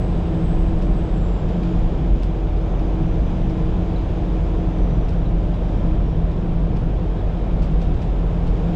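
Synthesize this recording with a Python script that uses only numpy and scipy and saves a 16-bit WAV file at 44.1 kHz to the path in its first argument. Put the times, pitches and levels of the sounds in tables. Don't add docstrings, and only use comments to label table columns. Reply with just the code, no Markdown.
import sys
import numpy as np
from scipy import signal
from scipy.fft import rfft, irfft
from scipy.io import wavfile
from scipy.ndimage import uniform_filter1d

SR = 44100
rng = np.random.default_rng(int(sys.argv[2]) if len(sys.argv) > 2 else 0)


def dump_mix(stems):
    frames = np.atleast_2d(stems).T
    limited = np.clip(frames, -1, 1)
    pcm = np.round(limited * 32767).astype(np.int16)
    wavfile.write(sys.argv[1], SR, pcm)


N = 385875
T = np.arange(N) / SR

# time in seconds, load in dB above cruising.
ENGINE_LOAD = [(0, 1), (1.2, 0.3), (1.65, 1.1), (2.4, -0.7), (3.3, 0.5), (4.55, 0.3), (5.3, -1), (5.75, 0),
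               (6.15, -1.5), (7.3, -1.1), (7.85, 0), (8.25, -0.8), (8.75, 1)]


def undb(db):
    return 10 ** (np.asarray(db) / 20)


def unit(x):
    return x / np.sqrt(np.mean(x ** 2))


def curves(rows):
    times, *columns = np.transpose(rows)
    return [np.interp(T, times, column) for column in columns]


def colour(x, points):
    hz, db = np.transpose(points)
    f = np.maximum(np.fft.rfftfreq(N, 1 / SR), 1)
    gain = undb(np.interp(np.log(f), np.log(hz), db))
    skirts = np.minimum(f / hz[0], 1) ** 2 * np.minimum(hz[-1] / f, 1) ** 2
    return irfft(rfft(x) * unit(gain * skirts), N)


def noise():
    return rng.standard_normal(N)


def walk(rate):
    f = np.fft.rfftfreq(N, 1 / SR)
    return unit(irfft(rfft(noise()) * np.exp(-(f / rate) ** 2) * (f > 0), N))


def noise_bed(eq, span_s):
    bed = colour(noise(), eq)
    return bed / np.sqrt(uniform_filter1d(bed ** 2, int(span_s * SR)))


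def turn(hz):
    return 2 * np.pi * np.cumsum(hz) / SR


def jolt(start, length_s, rise_s=0.037, settle_s=0.1):
    age = np.maximum(T - start, 0)
    return np.minimum(age / rise_s, 1) * np.exp(-np.maximum(age - length_s, 0) / settle_s)


def burst(start, rise_s, fall_s):
    age = np.maximum(T - start, 0)
    return np.minimum(age / rise_s, 1) * np.exp(-np.clip((age - rise_s) / fall_s, 0, 20))


def road(unevenness_db=0.5):
    # time in seconds, dB above average.
    surface = [(0, 1.6), (1.2, 0.5), (1.75, 1.4), (2.25, -0.9), (2.9, 1), (3.3, -0.1), (4.2, 0.5),
               (4.9, 1.5), (5.4, -0.7), (5.8, 0.7), (6.1, -0.4), (6.9, -0.4), (7.6, 0.5), (8.1, -0.5),
               (8.6, 1.1)]
    # start and length in seconds, then levels in dB for the
    bumps = [(0.403, 0.22, -20.5, -35, -29), (0.698, 0.37, -21.5, -31.5, -38),
             (1.712, 0.12, -18.5, -24, -30), (1.98, 0.19, -25.5, -20, -26),
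             (2.984, 0.26, -21.5, -23, -27.5), (3.3, 0.28, -23.5, -33, -25.5), (3.62, 0.11, -23, -22, -31),
             (4.783, 0.45, -26, -32, -30), (5.298, 0.093, -22, -30, -29), (5.726, 0.51, -23.5, -24, -26.5),
             (6.352, 0.53, -25, -29, -27.5), (7.507, 0.5, -24.5, -26, -29), (8.35, 0.19, -26, -28, -40)]
    # frequency in Hz, relative level in dB.
    suspension_eq = [(4, -29), (12, -12), (19, -5.5), (26, 1), (33, -4.5), (39, -7.5), (46, -8.5),
                     (58, -16), (75, -27.5), (150, -59.5)]
    cab_air_eq = [(40, -14), (47, -6), (51, 2), (55, -4.5), (62, -12), (80, -36.5)]
    body_eq = [(45, -21.5), (62, -2), (78, 3.5), (88, -1.5), (100, -1.5), (140, -2.5), (158, -0.7),
               (176, -3), (184, -6.5), (203, -6), (235, -12), (330, -17.5), (700, -46.5)]
    tread_eq = [(150, -16.5), (260, 1), (360, 1.5), (480, 0.5), (550, -2.5), (600, -2), (745, -3.5),
                (800, -7.5), (1060, -12), (1150, -15.5), (1350, -16.5), (1420, -20), (1800, -24),
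                (4000, -51)]
    panel_eq = [(290, -23.5), (312, -6), (321, 0), (330, -5), (355, -22)]
    surface_db = curves(surface)[0]
    bump_power = sum(np.outer(undb(db), jolt(start, length_s)) ** 2 for start, length_s, *db in bumps)
    spring_jolts, air_jolts, body_jolts = np.sqrt(bump_power)
    shake_db = surface_db + unevenness_db * walk(2.7)
    rumble = noise_bed(suspension_eq, 0.38) * np.hypot(undb(-29.5 + shake_db), spring_jolts)
    cab_air = noise_bed(cab_air_eq, 0.19) * np.hypot(undb(-30 + shake_db), air_jolts)
    body = noise_bed(body_eq, 0.26) * np.hypot(undb(-25.5 + surface_db), body_jolts)
    tread = noise_bed(tread_eq, 0.74) * undb(-32 + surface_db)
    panel = noise_bed(panel_eq, 0.33) * undb(-43 + surface_db)
    return rumble + cab_air + body + tread + panel


def tyre_hum(waver_db=3.5, wander_hz=1.26):
    # time in seconds, pitch in Hz, level in dB.
    tread_note = [(0, 167, -31.5), (.7, 165, -28), (.9, 165, -48), (1.4, 164, -39), (1.65, 164.2, -31),
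                  (2.4, 164.2, -42), (3.1, 163, -37.5), (3.6, 163, -33), (4.1, 163, -51), (4.45, 163, -31),
                  (5.1, 162.6, -36), (5.7, 162.7, -39.5), (6.25, 160.3, -26), (6.5, 160, -38),
                  (6.85, 160, -36.5), (7.35, 160, -44), (7.7, 159.1, -28.5), (8.1, 160, -37.5),
                  (8.55, 160, -35)]
    hz, db = curves(tread_note)
    return np.sqrt(2) * np.sin(turn(hz + wander_hz * walk(2.9))) * undb(db + waver_db * walk(1.5))


def drone(start_hz=44.35, sag_hz_per_s=0.017, waver_db=1.5):
    # time in seconds, level in dB.
    swells = [(0, -25), (.6, -23), (1.5, -21), (1.75, -26), (2.05, -19.5), (3.1, -21.5), (3.4, -24.5),
              (4.15, -21), (5.1, -22), (6.05, -23), (6.4, -24), (6.7, -21), (8.75, -20.5)]
    hz = start_hz - sag_hz_per_s * T + 0.041 * walk(4.9)
    return np.sqrt(2) * np.sin(turn(hz)) * undb(curves(swells)[0] + waver_db * walk(3.6))


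def engine(sway_db=2.5, throb_db=2.5, gear_waver_db=2.3, clatter_db=-50):
    # time in seconds, turns per second.
    crank_speed = [(0, 29.62), (1.3, 29.43), (3, 29.33), (5, 28.95), (7.2, 28.47), (8.75, 28.4)]
    # multiple of the crank speed, level in dB.
    orders = [(3, -37.5), (4, -41), (7, -49.5), (9, -52), (12, -52), (16, -48.5), (21, -53), (35, -59.5)]
    # time in seconds, level in dB.
    boom_levels = [(0, -29), (.7, -30), (1.4, -29.5), (1.8, -31.5), (2, -35), (2.4, -40), (2.85, -42),
                   (3.02, -32), (3.3, -37.5), (3.6, -29.5), (4, -30), (4.75, -34.5), (4.93, -25),
                   (5.15, -33), (5.75, -29.5), (6.25, -37), (6.5, -27), (6.75, -35.5), (6.95, -27.5),
                   (7.15, -34.5), (7.6, -32.5), (8.1, -30), (8.6, -29)]
    # time in seconds, level in dB.
    gear_levels = [(0, -36), (.25, -33.5), (.8, -33.3), (1.2, -37.5), (1.5, -35.5), (1.8, -34), (2.3, -38),
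                   (2.75, -35), (3.02, -30), (3.25, -38), (3.45, -35), (3.8, -35), (4, -41), (4.25, -34.5),
                   (4.75, -34.5), (5.12, -39.5), (5.35, -37.5), (5.62, -38.5), (5.85, -36.5), (6.1, -40.5),
                   (6.5, -42.5), (7, -46.5), (8.75, -43)]
    # frequency in Hz, relative level in dB.
    clatter_eq = [(900, -14.5), (1550, 1), (1950, -3), (2350, 1.5), (2800, -1), (3200, -1), (3700, -3.5),
                  (4300, -13), (6000, -26), (9000, -44)]
    angle = turn(curves(crank_speed)[0] * np.exp(0.001 * walk(6)))
    hum = 0
    for order, db in orders:
        hum += np.sin(round(order) * angle + rng.uniform(0, 2 * np.pi)) * undb(db + sway_db * walk(2.2))
    boom = np.sin(6 * angle) * undb(curves(boom_levels)[0] + throb_db * walk(7.4))
    gears = np.sin(11 * angle) * undb(curves(gear_levels)[0] + gear_waver_db * walk(7.3))
    firing = unit(1 + 0.076 * np.cos(3 * angle))
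    clatter = colour(noise() * firing, clatter_eq) * undb(clatter_db + curves(ENGINE_LOAD)[0])
    return np.sqrt(2) * (hum + boom + gears) + clatter


def intake(hiss_db=-62.5, duct_db=-70, waver_db=0.5):
    # frequency in Hz, relative level in dB.
    hiss_eq = [(2500, -6), (4300, 1.5), (5000, 1), (5500, 0), (6300, -2.5), (7100, -4.5), (8000, -7.5),
               (9400, -20.5), (10500, -20), (11300, -27.5), (12400, -16.5), (13200, -29), (15000, -31)]
    duct_eq = [(4200, -23.5), (4700, -7), (4920, 1.5), (5200, -7), (5600, -14), (6400, -16), (6950, -6),
               (7500, -23)]
    load_db = curves(ENGINE_LOAD)[0]
    hiss = colour(noise(), hiss_eq) * undb(hiss_db + 1.4 * load_db)
    ring = colour(noise(), duct_eq) * undb(duct_db + 2.8 * load_db - waver_db * walk(8))
    return hiss + ring


def turbo(flutter=0.0012, rush_db=-81, rush_width_hz=350):
    # time in seconds, pitch in Hz.
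    glide = [(0, 7960), (.7, 7925), (1.05, 7840), (1.3, 7470), (2, 6730), (2.5, 6310), (3, 6040),
             (3.25, 5965), (3.5, 6030), (3.85, 6470), (4.1, 6400), (4.9, 5900), (6, 5490), (7.4, 5140),
             (8.1, 5080), (8.75, 5580)]
    # time in seconds, level in dB before flicker and damping.
    note_levels = [(0, -68), (.25, -74), (.5, -66), (.8, -73.5), (1.25, -66.5), (1.55, -74), (1.8, -73),
                   (2.35, -82), (2.6, -77), (2.72, -70), (2.95, -73), (3.22, -71), (3.65, -76), (4.1, -75),
                   (4.5, -76), (4.95, -67), (5.2, -79), (5.6, -81), (5.77, -67.5), (5.94, -81), (6.1, -66),
                   (6.22, -82), (6.55, -75), (7.1, -78.5), (8.4, -78), (8.7, -75)]
    octave_levels = [(0, -82), (2, -82.5), (3, -81), (3.4, -86), (3.9, -79), (4.7, -87), (5.3, -94),
                     (6.3, -96.5), (6.7, -87.5), (7.3, -95), (7.62, -87), (7.9, -97), (8.3, -100),
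                     (8.75, -95)]
    hz = uniform_filter1d(curves(glide)[0], size=SR // 6, mode="nearest")
    angle = turn(hz * np.exp(flutter * walk(70)))
    flicker = undb(2.5 * walk(35) - 1)
    note = np.sin(angle) * undb(curves(note_levels)[0])
    octave = np.sin(2 * angle) * undb(curves(octave_levels)[0])
    octave = signal.sosfilt(signal.butter(2, 12000, fs=SR, output="sos"), octave)
    rush = np.sin(angle) * walk(rush_width_hz) * undb(rush_db + 1.4 * curves(ENGINE_LOAD)[0])
    return np.sqrt(2) * ((note + octave) * flicker + rush)


def loose_trim(rise_s=0.011, fall_s=0.025, stray_db=-62, stray_count=36):
    # start in seconds, tick level in dB, chatter level in dB.
    knocks = [(.811, -49, -51), (1.485, -47, -56), (1.628, -46, -55), (2.222, -48, -50.5),
              (2.789, -48, -59), (3.494, -47, -57.5), (4.782, -52, -61), (5.081, -47, -52.5),
              (5.128, -54, -63), (5.538, -52, -62), (6.312, -51, -62), (6.762, -48, -59),
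              (7.618, -47, -50.5), (7.813, -45, -52.5), (8.015, -46, -54), (8.464, -50, -54)]
    # frequency in Hz, relative level in dB.
    tick_eq = [(1200, -8.5), (2000, -0.5), (2550, 4.5), (3100, -3.5), (3900, -5), (5000, -5.5),
               (6500, -14.5), (9000, -27.5)]
    chatter_eq = [(1000, -7), (2600, 4.5), (3600, -2), (5000, 0.5), (6500, -9), (8000, -10.5),
                  (9800, -21.5), (12500, -26.5), (15000, -32)]
    tick_envelope = sum(undb(db) * burst(start, 0.0041, 0.0087) for start, db, _ in knocks)
    ticks = colour(noise(), tick_eq) * tick_envelope
    shake = sum(undb(db) * burst(start, rise_s, fall_s) for start, _, db in knocks)
    for when, size in rng.random((stray_count, 2)):
        shake += size * undb(stray_db) * burst(when * N / SR, rise_s, fall_s)
    contacts = noise() * shake * undb(3.5 * walk(500))
    return ticks + colour(contacts, chatter_eq)


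def dash_chirps(roughness=0.042):
    # start in seconds, pitch in Hz, level in dB.
    rubs = [(3.956, 4000, -49), (3.992, 3960, -57), (5.254, 3890, -52), (5.535, 3930, -54),
            (7.184, 3880, -54)]
    chirps = 0
    for start, hz, db in rubs:
        squeak = np.sin(turn(hz * np.exp(roughness * walk(900))))
        chirps += undb(db) * burst(start, rise_s=0.0068, fall_s=0.011) * squeak
    return np.sqrt(2) * chirps


def scene():
    return (road() + tyre_hum() + drone() + engine() + intake() + turbo() + loose_trim() + dash_chirps())[None]


def record(dry, ceiling=0.65, top_hz=15100):
    rounded = ceiling * np.tanh(dry / ceiling)
    return signal.sosfilt(signal.ellip(8, 0.2, 70, top_hz, fs=SR, output="sos"), rounded)


dry = scene()
out = record(dry)
dump_mix(out)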